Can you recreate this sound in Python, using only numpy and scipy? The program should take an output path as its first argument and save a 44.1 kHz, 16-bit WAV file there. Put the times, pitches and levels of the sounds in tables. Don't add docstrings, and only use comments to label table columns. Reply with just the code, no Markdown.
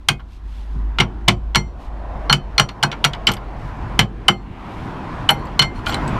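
import sys
import numpy as np
from scipy import signal
from scipy.fft import rfft, irfft
from scipy.io import wavfile
from scipy.ndimage import uniform_filter1d

SR = 44100
rng = np.random.default_rng(int(sys.argv[2]) if len(sys.argv) > 2 else 0)


def gain_from_db(level_db):
    decades = np.asarray(level_db, float) / 20
    return 10 ** decades


def store_wav(level_fs):
    pcm = np.round(np.clip(np.atleast_2d(level_fs), -1, 1) * 32767)
    wavfile.write(sys.argv[1], SR, pcm.T.astype(np.int16))


N = 272979

# frequency [Hz], level [dB].
CASTING_COLOUR = [(240, -42), (450, -14), (570, -20.5), (720, -4), (1480, -1.5), (1880, -10), (2190, -3),
                  (2510, -12), (3050, 3.5), (3720, -7), (4330, -8.5), (5860, -20.5), (8690, -31),
                  (15000, -52.5)]
# level in its family [dB], t60 [s].
DISC_MODES = [(0, .21), (-18, .16), (1, .1), (-17, .25), (2, .125), (-19, .32), (-1, .15), (-28, .4),
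              (-2, .16), (-23, .36), (-12, .16)]
DISC_MODE_HZ = [2099, 2540, 3035, 3050, 4281, 4287, 5782, 5789, 7520, 7528, 9473]
MODE_FAMILY = [0, 1, 1, 1, 2, 2, 3, 3, 4, 4, 4]


def evened(x):
    return x / np.sqrt(np.mean(x ** 2) + 1e-20)


def read(points, hz):
    f, value = np.transpose(points)
    return np.interp(np.log(hz + 1), np.log(f + 1), value)


def add(mix, s, sound):
    part = mix[round(s * SR):][:len(sound)]
    part += sound[:len(part)]


def rings(hz, t60, t):
    decay = gain_from_db(-60 * t / np.maximum(t60, .005)[:, None])
    return decay * np.exp(2j * np.pi * hz[:, None] * t)


def blows():
    # start [s], clank [dB],
    # tick re clank [dB], weight below 2 kHz re clank [dB].
    raps = [(0.0854, 4, -7, -21), (0.985, -2, -25, -21.5), (0.9998, -1.5, -19.5, -20.5),
            (1.004, -0.5, -15.5, -20.5), (1.0174, -20, -45, -21), (1.2788, -1, -26.5, -17),
            (1.2823, 4.5, -14.5, -23), (1.5473, -4, -21.5, -15), (1.5561, 2, -6, -14.5),
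            (2.2963, 0.5, -38, -10.5), (2.3053, -4, -15, -4), (2.3262, 4, -8.5, -19.5),
            (2.58, -0.5, -17.5, -23), (2.5966, 6, -8.5, -13.5), (2.8268, -2, -18, -21),
            (2.8326, 0, -5.5, -10.5), (3.0411, 1, -19, -25), (3.0472, 1.5, -3.5, -13),
            (3.2696, 0.5, -19, -26.5), (3.2874, -6.5, -14.5, -14.5), (3.9912, 9.5, -12.5, -12.5),
            (4.282, 2, -14.5, -16), (5.2908, 2, -35, -18.5), (5.3062, -9, 12.5, 21),
            (5.5923, 2, -10, -16.5), (5.617, -5, -18, -18), (5.6226, -9, -4, -17), (5.628, -12.5, -18, -14),
            (.1945, -32, -33, -3), (2.6892, -19, -17, -18.5), (2.9153, -17, -24, -23),
                (2.9258, -16, -24, -13), (3.1329, -18, -19, -19), (3.1474, -26.5, -15, -9),
                (3.3154, -16.5, -6, -43), (3.3353, -19, 3, -16), (3.367, -26, -31, -16),
                (4.012, -11.5, -40, -15.5), (4.29, -14, -25, -13), (5.3009, -5, -2, 12),
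                (5.4537, -39, -3, -26), (5.471, -39, -14, -22), (6.077, -28, -2, -22),
                (5.8653, -11.5, -27, -13.5), (5.9228, -16, -19, -13), (5.943, -12, -9, -16)]
    # start [s], clank [dB], tick re
    # clank [dB], weight below 2 kHz re clank [dB].
    further_contacts = [(.2, -35, -23, -9), (1.0105, -9, -27.5, -17.5), (2.3185, -30, -3, -25), (2.604, -10, -30, -10),
                        (2.701, -39, -32, 0), (3.276, -7, -24.5, -21), (3.99, -8, -28, -18), (4.2805, -15, -24, -27),
                        (5.79, -39, -15.5, -25), (5.893, -12.5, -24, -12), (5.9157, -18, -30, -10),
                        (5.932, -24, -11, -23), (5.967, -33, -35, 2), (5.8608, -24, -16, -25), (2.056, -46, -28, -8),
                        (3.428, -46, -25, -14)]
    # frequency [Hz], t60 [s].
    casting_t60 = [(400, 0.13), (800, 0.079), (1500, 0.055), (2300, 0.056), (3050, 0.028), (4500, 0.028),
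                   (8000, 0.019), (15000, 0.028)]
    mode_count = 420
    t = np.arange(SR // 7) / SR
    dense_hz = (21 + 104 * (np.arange(mode_count) + rng.random(mode_count)) / mode_count) ** 2
    t60_s = read(casting_t60, dense_hz) * np.exp(0.07 * rng.standard_normal(mode_count))
    casting = rings(dense_hz, t60_s, t)
    colour_db = read(CASTING_COLOUR, dense_hz) + 5 * np.log10(dense_hz / 3000)
    bright = np.clip(np.log2(dense_hz / 4000), 0, 1)
    dull = np.clip(np.log2(2300 / dense_hz) * 2, 0, 1)
    attack = 1 - np.exp(-t / 0.00065)
    fade = np.cos(np.pi / 2 * t / t[-1])
    contacts = sorted(raps) + further_contacts
    luck = rng.standard_normal((len(contacts), 2, 430))
    out = np.zeros(N)
    for (s, db, tick_db, weight_db), (a, b) in zip(contacts, luck):
        length = np.clip(1.12 - 0.35 * db - 0.14 * (weight_db + 11.5), .4, 1.6)
        spot = (a + 1j * b)[:mode_count]
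        spot = spot / np.sqrt(1 + 0.85 * abs(spot) ** 2)
        mode_db = colour_db + bright * (tick_db + 24.0) + dull * (weight_db + 14.5)
        clank = (gain_from_db(mode_db) * spot @ casting).real
        clank *= attack * fade * gain_from_db(-900 * t * (1 / length - 1))
        add(out, s + 0.00042, gain_from_db(db - 1.0) * clank / abs(clank).max())
        tick = uniform_filter1d(np.diff(a), size=2) * np.exp(-t[:429] / 0.00021)
        add(out, s + 0.00043, gain_from_db(db + tick_db - 12.0) * tick)
    return out


def disc():
    # start [s], rim, hat and face modes [dB], hardness [dB].
    contacts = [(.0857, -30, -25, -31, -8.5), (0.987, -31, -29, -41, -5), (1.0005, -46, -24, -42, -4),
                (1.2815, -42, -16.5, -35, 3.5), (1.548, -18, -27.5, -23.5, -2.5),
                (1.557, -20.5, -20.5, -17.5, -2), (2.2972, -32, -24, -11.5, -13.5),
                (2.327, -42, -9.5, -27, -4), (2.5799, -20, -35, -9.5, -9), (2.596, -33, -24, -24, 5),
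                (2.687, -55, -53, -42, -4), (2.8332, -48, -44, -15.5, -7), (2.916, -45, -48, -44, 8),
                (3.0468, -45, -37, -22, 3), (3.2711, -25, -9, -26, -2), (3.991, -17, -16, -20, -1.5),
                (4.0115, -51, -22, -41.5, -2), (4.2818, -20.5, -16, -30, 1),
                (5.2909, -23, -13.5, -19.5, -9), (5.5935, -19.5, -15, -9, -13),
                (5.6232, -18.5, -20.5, -23, -11), (5.757, -55, -57, -47.5, -7), (5.871, -49, -36, -37, -12),
                (5.909, -46, -33, -43, 3), (5.933, -36, -38, -44, -11)]
    # contact [s], extra damping [dB/s], below zero it lifts clear.
    grips = [(.0857, 60), (1.0005, -52), (1.2828, 49), (1.5567, 16), (2.3274, 29), (2.5799, 150),
             (2.596, 63), (2.688, 100), (2.8332, 500), (2.916, 498), (3.0473, 300), (3.2699, 44.5),
             (4.0127, 29.5), (4.2824, 33), (5.2908, -20), (5.6232, -23), (5.757, -100), (5.87, -380),
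             (5.909, -50), (5.933, -200)]
    # contact [s], hat pair [s], face pair [s].
    pair_nulls = [(.0857, .06, .075), (1.5567, .045, .078), (2.3274, .055, .048), (4.2824, .062, .024),
                  (5.2908, .06, .062), (5.6232, .05, .09)]
    # contact [s], extra level [dB].
    edge_hits = [(1.2828, 12), (2.596, 4), (4.0127, 16), (4.2824, -3.5), (2.3274, 6), (3.9912, 0),
                 (3.2699, -6)]
    face_overtone_db, rim_overtone_db, null_depth = 0, -8.5, .95
    t, out = np.arange(SR // 2) / SR, np.zeros(N)
    db, t60 = np.transpose(DISC_MODES)
    modes = rings(np.array(DISC_MODE_HZ), t60, t)
    family_turn = rng.random((len(contacts), 5))[:, MODE_FAMILY]
    mode_turn = .08 * rng.random((len(contacts), len(DISC_MODES)))
    phases = np.exp(2j * np.pi * (family_turn + mode_turn))
    following = contacts[1:] + [(N / SR + 1,)]
    for (s, rim_db, hat_db, face_db, hard_db), after, phase in zip(contacts, following, phases):
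        family_db = [rim_db, hat_db, face_db,
                     face_db + face_overtone_db + hard_db, rim_db + rim_overtone_db + hard_db]
        family_db[-1] += sum(extra_db for at, extra_db in edge_hits if abs(at - s) < .006)
        grip = sum(loss for at, loss in grips if abs(at - s) < .006)
        choke = uniform_filter1d(np.where(t > after[0] - s, gain_from_db(-26), 1), 60)
        choke = choke * (1 - np.exp(-t / 0.00017))
        strength = gain_from_db(db + np.array(family_db)[MODE_FAMILY]) * phase
        for at, *nulls in pair_nulls:
            if abs(at - s) >= .006:
                continue
            for main, null_s in zip((2, 4), nulls):
                k = round(null_s * SR)
                strength[main + 1] = -null_depth * strength[main] * modes[main, k] / modes[main + 1, k]
        add(out, s, (strength @ modes).imag * choke * gain_from_db(-grip * np.minimum(t, .12)))
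    return out


def tinkles():
    # start [s], peak [dB], frequency [Hz], t60 [s].
    small_parts = [(3.274, -21, 7500, 0.057), (3.3165, -26, 11900, 0.027), (3.337, -32, 11300, 0.022),
                   (3.3685, -29, 4800, 0.015), (3.995, -30, 11620, 0.043), (4.285, -34.5, 11500, .063),
                   (5.307, -15, 10340, 0.02), (5.307, -26, 7830, 0.03), (5.308, -11, 11400, 0.012),
                   (5.393, -54, 11200, .025), (5.454, -46, 7600, 0.034), (5.47, -33, 4630, 0.013),
                   (5.756, -54, 9290, .03), (5.781, -51, 9000, 0.027), (5.876, -35, 10940, .02),
                   (5.889, -34, 12000, 0.017), (5.896, -27, 12100, 0.014), (5.944, -13, 8800, 0.0063),
                   (6.077, -34, 4830, 0.019), (6.078, -28, 7900, 0.026)]
    # start [s], peak
    # [dB], frequency [Hz], t60 [s].
    clangs = [(0.091, -21, 2500, 0.12), (.09, -27.5, 2190, 0.18), (.0865, -13, 4320, .028),
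              (2.6888, -35, 3230, .02), (2.688, -33, 4500, .02), (2.917, -23, 3250, 0.027),
              (2.836, -34, 2540, 0.25), (3.1346, -33.5, 3300, .025), (0.997, -17, 140, 0.049),
              (1.0, -24, 358, 0.19), (1.28, -17, 143, 0.1), (1.285, -32, 358, 0.14),
              (2.298, -7.5, 3124, 0.034), (2.327, -6, 1497, 0.034), (3.99, -14.5, 205, .12),
              (5.943, -21, 7600, 0.014), (5.966, -25, 950, .02), (0.0907, -15, 1580, 0.049),
              (1.003, -4.5, 2150, 0.04), (1.005, -16.5, 5730, 0.043), (1.56, -8, 2180, 0.052),
              (2.308, -10, 3080, 0.023), (2.327, -27, 7550, 0.076), (2.836, -12.5, 1527, 0.067),
              (3.2691, -4, 4830, 0.019), (3.993, -5, 2255, 0.041), (4.012, -16.5, 2980, 0.024),
              (4.2819, -4.5, 3036, 0.084), (4.287, -10, 790, 0.055), (5.2896, -1.5, 3040, 0.028),
              (5.298, -20, 920, 0.044), (5.315, -10.5, 806, 0.049), (5.595, -2, 3035, 0.045),
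              (5.867, -21.5, 1440, 0.073), (5.8665, -17.5, 3220, 0.037), (5.932, -28.5, 3047, 0.17),
              (5.943, -15.5, 4080, 0.034), (6.092, -19.5, 250, 0.096)]
    # start [s], peak [dB].
    pin = [(.195, -67), (2.33, -43), (2.715, -64), (2.93, -62), (3.15, -69), (3.3685, -55), (5.454, -56)]
    pin_hz, pin_t60_s = 12800, 0.05
    t, out = np.arange(SR // 8) / SR, np.zeros(N)
    parts = small_parts + clangs + [(s, db, pin_hz, pin_t60_s) for s, db in pin]
    luck = rng.standard_normal((len(parts), 400))
    for (s, db, hz, t60), grit in zip(parts, luck):
        spread_hz = 0.53 / t60 * np.array([0, 3, -4]) * (1 + 0.83 * grit[:3])
        cluster = rings(hz + spread_hz, t60 * np.array([1, .6, .6]), t)
        note = (np.array([1, .55, .55]) @ cluster).imag * (1 - np.exp(-t / 0.0017))
        add(out, s, gain_from_db(db) * note)
        tick = uniform_filter1d(np.diff(grit), 3) * np.exp(-t[:399] / 0.0023)
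        add(out, s, gain_from_db(db - 17.0) * tick)
    return out


def drag():
    # time [s], pressure [dB].
    strokes = [
        [(5.75, -74), (5.76, -63), (5.795, -48), (5.81, -58)],
        [(5.857, -41), (5.868, -27), (5.9, -35), (5.925, -42), (5.953, -59)],
    ]
    t, pressure = np.arange(N) / SR, np.zeros(N)
    for stroke in strokes:
        s, db = np.transpose(stroke)
        pressure += gain_from_db(np.interp(t, s, db, -200, -200))
    size = gain_from_db(3.5 * np.minimum(rng.exponential(1, N), 3))
    slips = pressure * size * rng.choice([-1, 1], N) * (rng.random(N) < 700 / SR)
    db, t60 = np.transpose(DISC_MODES)
    mode_db = db + np.array([-16, -4, 1, -22, -6])[MODE_FAMILY]
    ring = (gain_from_db(mode_db) @ rings(np.array(DISC_MODE_HZ), 0.59 * t60, t[:8000])).imag
    hz = np.fft.rfftfreq(2048, 1 / SR)
    burst = rng.standard_normal(2048) * np.exp(-t[:2048] / 0.0035)
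    grit = irfft(rfft(burst) * gain_from_db(0.41 * read(CASTING_COLOUR, hz)))
    ringing = signal.oaconvolve(slips, gain_from_db(-20) * ring)[:N]
    clanking = signal.oaconvolve(slips, grit / abs(grit).max())[:N]
    return ringing + clanking * gain_from_db(-7.0)


def arch(x):
    # frequency [Hz], t60 [s].
    echo_t60 = [(200, 0.51), (1000, 0.11), (4000, 0.094), (14000, 0.09)]
    taps = np.zeros(SR // 2)
    at = np.arange(80, SR // 2 - 20, 20)
    taps[at + rng.integers(0, 20, len(at))] = rng.choice([-1., 1.], len(at))
    hz, t, z = signal.stft(taps, SR, nperseg=128)
    tail = signal.istft(z * gain_from_db(-60 * t / read(echo_t60, hz)[:, None]), SR, nperseg=128)[1]
    return signal.fftconvolve(x, tail / np.linalg.norm(tail))[:N]


def body():
    # start [s], floor pan [dB], near panel [dB], frame [dB].
    shoves = [(0.0844, -17, -8.5, -18.5), (.742, -24.5, -19.5, -29), (.983, -23, -19, -14),
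              (.996, -8.5, -8.5, -4), (1.277, -6.5, -6, -2), (1.553, -13, -5.5, -8.5),
              (2.296, -18, -4.5, -13), (2.3248, -25, -7.5, -8), (2.586, -12.5, -6.5, -14.5),
              (2.83, -20, -6, -14.5), (3.043, -20, -6.5, -25), (3.274, -11.5, -13, -12),
              (3.986, -8.5, -5, -9), (4.2825, -15, -12, -6.5), (5.291, -27, -9, -18.5),
              (5.591, -17, -6.5, -17), (5.867, -14.5, -32, -33), (6.087, -31, -16, -12.5)]
    mode_hz = [110, 143, 194, 238, 358]
    mode_t60 = [0.26, 0.19, 0.22, 0.24, 0.26]
    frame_usual_db, frame_follows = [-18, -23, -26], [0.72, 0.28, 0.66]
    thud_db, thud_t60_s = -22.5, 0.14
    t, out = np.arange(SR // 3) / SR, np.zeros(N)
    rise = (1 - np.exp(-t / 0.0099)) ** 2
    modes = rings(np.array(mode_hz), np.array(mode_t60), t).imag * rise
    small = rings(np.geomspace(90, 480, 24), np.full(24, thud_t60_s), t) * rise
    luck = rng.standard_normal((len(shoves), 2, 24))
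    for (s, pan_db, panel_db, frame_db), (a, b) in zip(shoves, luck):
        bent_db = frame_usual_db + (frame_db - frame_usual_db[0]) * np.array(frame_follows)
        mode_db = np.array([pan_db, panel_db, *bent_db])
        boom = gain_from_db(mode_db - 2.0) @ modes
        thud = gain_from_db(thud_db + np.mean(mode_db) + 9.5) * ((a + 1j * b) @ small).real
        add(out, s, boom + thud)
    return out


def rustle():
    # start [s], length [s], level [dB].
    strokes = [(0.268, 0.14, -60), (0.42, 0.29, -57), (0.61, 0.26, -64), (1.767, 0.14, -57.5),
               (3.55, 0.2, -59), (4.537, 0.49, -56.5), (5.727, 0.075, -56)]
    # frequency [Hz], level [dB].
    cloth = [(800, -6), (2500, 6), (3500, 6), (7000, -6.5), (12000, -13.5), (15500, -21.5)]
    stroke = np.full(N, gain_from_db(-66))
    for s, length, db in strokes:
        add(stroke, s, gain_from_db(db) * signal.windows.tukey(round(length * SR), .9))
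    grain_db = 1.2 * evened(uniform_filter1d(rng.standard_normal(N), 200))
    fibres = rng.standard_normal(N) * gain_from_db(grain_db)
    colour = gain_from_db(read(cloth, np.fft.rfftfreq(N, 1 / SR)))
    return stroke * evened(irfft(rfft(fibres) * colour, N))


def drift(top_hz):
    t = np.arange(0, N + 256, 256) / SR
    slow = sum(np.sin(2 * np.pi * (f * t + rng.random())) / np.sqrt(f) for f in np.geomspace(.3, top_hz, 20))
    return np.interp(np.arange(N) / SR, t, evened(slow))


def traffic():
    # time [s], tyre roar [dB].
    roar_points = [(0, -56.5), (.35, -56), (.9, -45), (1.5, -47), (2.25, -37), (2.9, -33), (3.4, -39),
                   (3.95, -34.5), (4.7, -31.5), (5.2, -30.5), (5.75, -37), (5.95, -26.5), (6.19, -25.5)]
    # time [s], drone [dB].
    engine_points = [(0, -27.5), (.45, -32.5), (.85, -25), (1.6, -27.5), (2.55, -24), (2.8, -38.5),
                     (3.2, -31), (3.95, -31.5), (4.5, -38.5), (5.1, -32), (6.19, -28)]
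    # frequency [Hz], level [dB per Hz].
    outside = [(16, -17.5), (30, -7.5), (52, -5.5), (75, -11.5), (104, -6.5), (210, -11.5), (330, -14),
               (560, -27.5), (760, -24.5), (1020, -21.5), (1150, -27), (3000, -42), (13500, -73.5),
               (16000, -83)]
    # low edge [Hz], high edge [Hz].
    bands = [(35, 70), (85, 420), (600, 1800), (3200, 9000)]
    # time [s], passing time [s], frequency [Hz], level [dB].
    passes = [(1.2, 0.26, 296, 6.5), (2.05, 0.56, 635, 9.5), (3.3, 0.41, 597, 6.5), (3.79, 0.38, 104, 7),
              (4.15, .15, 760, -1.5), (4.6, 0.25, 2840, 5.5), (6.1, 0.22, 200, -2)]
    # time [s], loss [dB].
    ducks = [(1.004, -4), (1.284, 4.5), (1.555, 9), (2.325, 12.5), (2.596, 14.5), (3.991, 16.5),
             (4.283, 22), (5.594, 3)]
    recover_s = 0.34
    near_db, rumble_db, rumble_follows, rumble_rise_db_per_s = -33, -29, 0.46, 1.5
    hiss_db, hiss_follows = -54.5, 1
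    drone_hz, drift_top_hz, waver_hz, sag_hz = 51, 4, .9, 3.5
    drone_db, under_db = 1.5, -5
    rough_from_s, rough_tone_db, rough_noise_db, smooth_noise_db = 2.7, -1.5, 2, -3

    frames, hz = N // 512 + 5, np.fft.rfftfreq(2048, 1 / SR)
    a, b, patches = rng.standard_normal((frames, 1025, 3)).T
    patches = evened(uniform_filter1d(uniform_filter1d(patches, 16, 0), 6, 1))
    colour_db = read(outside, hz)
    t = np.arange(frames) * 512 / SR
    ducked_db = np.max([db * np.exp(-abs(t - s) / recover_s) * (t > s) for s, db in ducks], axis=0)
    roar_db = np.interp(t, *np.transpose(roar_points)) - ducked_db
    engine_db = np.interp(t, *np.transpose(engine_points))
    nearness_db = roar_db - near_db
    street_db = rumble_db + rumble_follows * nearness_db + rumble_rise_db_per_s * (t - t[-1])
    levels = [engine_db, street_db, roar_db, hiss_db + hiss_follows * nearness_db]

    lifts = []
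    for db, (lo, hi) in zip(levels, bands):
        plain_power = (gain_from_db(colour_db[(hz > lo) & (hz < hi)]) ** 2).sum()
        lifts.append(db - 10 * np.log10(plain_power))
    lifts = np.array(lifts)
    lumpy = np.clip((t - rough_from_s) / .2, 0, 1)
    lifts[0] += under_db + smooth_noise_db + (rough_noise_db - smooth_noise_db) * lumpy
    edges_hz = np.ravel(bands)
    shares = np.array([read(list(zip(edges_hz, np.repeat(row, 2))), hz) for row in np.eye(len(bands))])

    passes_db = 0
    for s, length, top_hz, db in passes:
        tint = np.exp(-(np.log2(hz / top_hz + 0.0011) / .5) ** 2)
        passes_db = passes_db + db * np.outer(tint, np.exp(-((t - s) / length) ** 2))
    z = (a + 1j * b) * gain_from_db(passes_db + colour_db[:, None] + shares.T @ lifts + 1.6 * patches)
    wash = gain_from_db(1.5) * signal.istft(z, nperseg=2048, noverlap=1536)[1][:N]

    waver, swell = drift(drift_top_hz), drift(drift_top_hz)
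    fine_t = np.arange(N) / SR
    pitch_hz = drone_hz - sag_hz * np.interp(fine_t, t, lumpy) + waver_hz * waver
    drone = np.sin(2 * np.pi * np.cumsum(pitch_hz) / SR) * gain_from_db(4.2 * swell)
    tone_db = np.interp(fine_t, t, engine_db + rough_tone_db * lumpy) + drone_db
    return wash + drone * gain_from_db(tone_db)


def scene():
    ring = disc()
    metal = blows() + tinkles() + drag()
    echo = gain_from_db(-9.5) * arch(metal + .4 * ring)
    return (metal + ring + echo + body() + rustle() + traffic())[None]


def band_limit(x):
    return signal.sosfilt(signal.butter(12, 16500, fs=SR, output="sos"), x)


def record(dry):
    knee, ceiling, edge_hz = .6, .91, 15400
    room = ceiling - knee
    over = np.maximum(abs(dry) - knee, 0)
    squeezed = np.sign(dry) * (np.minimum(abs(dry), knee) + room * np.tanh(over / room))
    smooth = signal.oaconvolve(squeezed, signal.firwin(91, edge_hz, fs=SR)[None], "same")
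    return band_limit(smooth)


dry = scene()
out = record(dry)
store_wav(out)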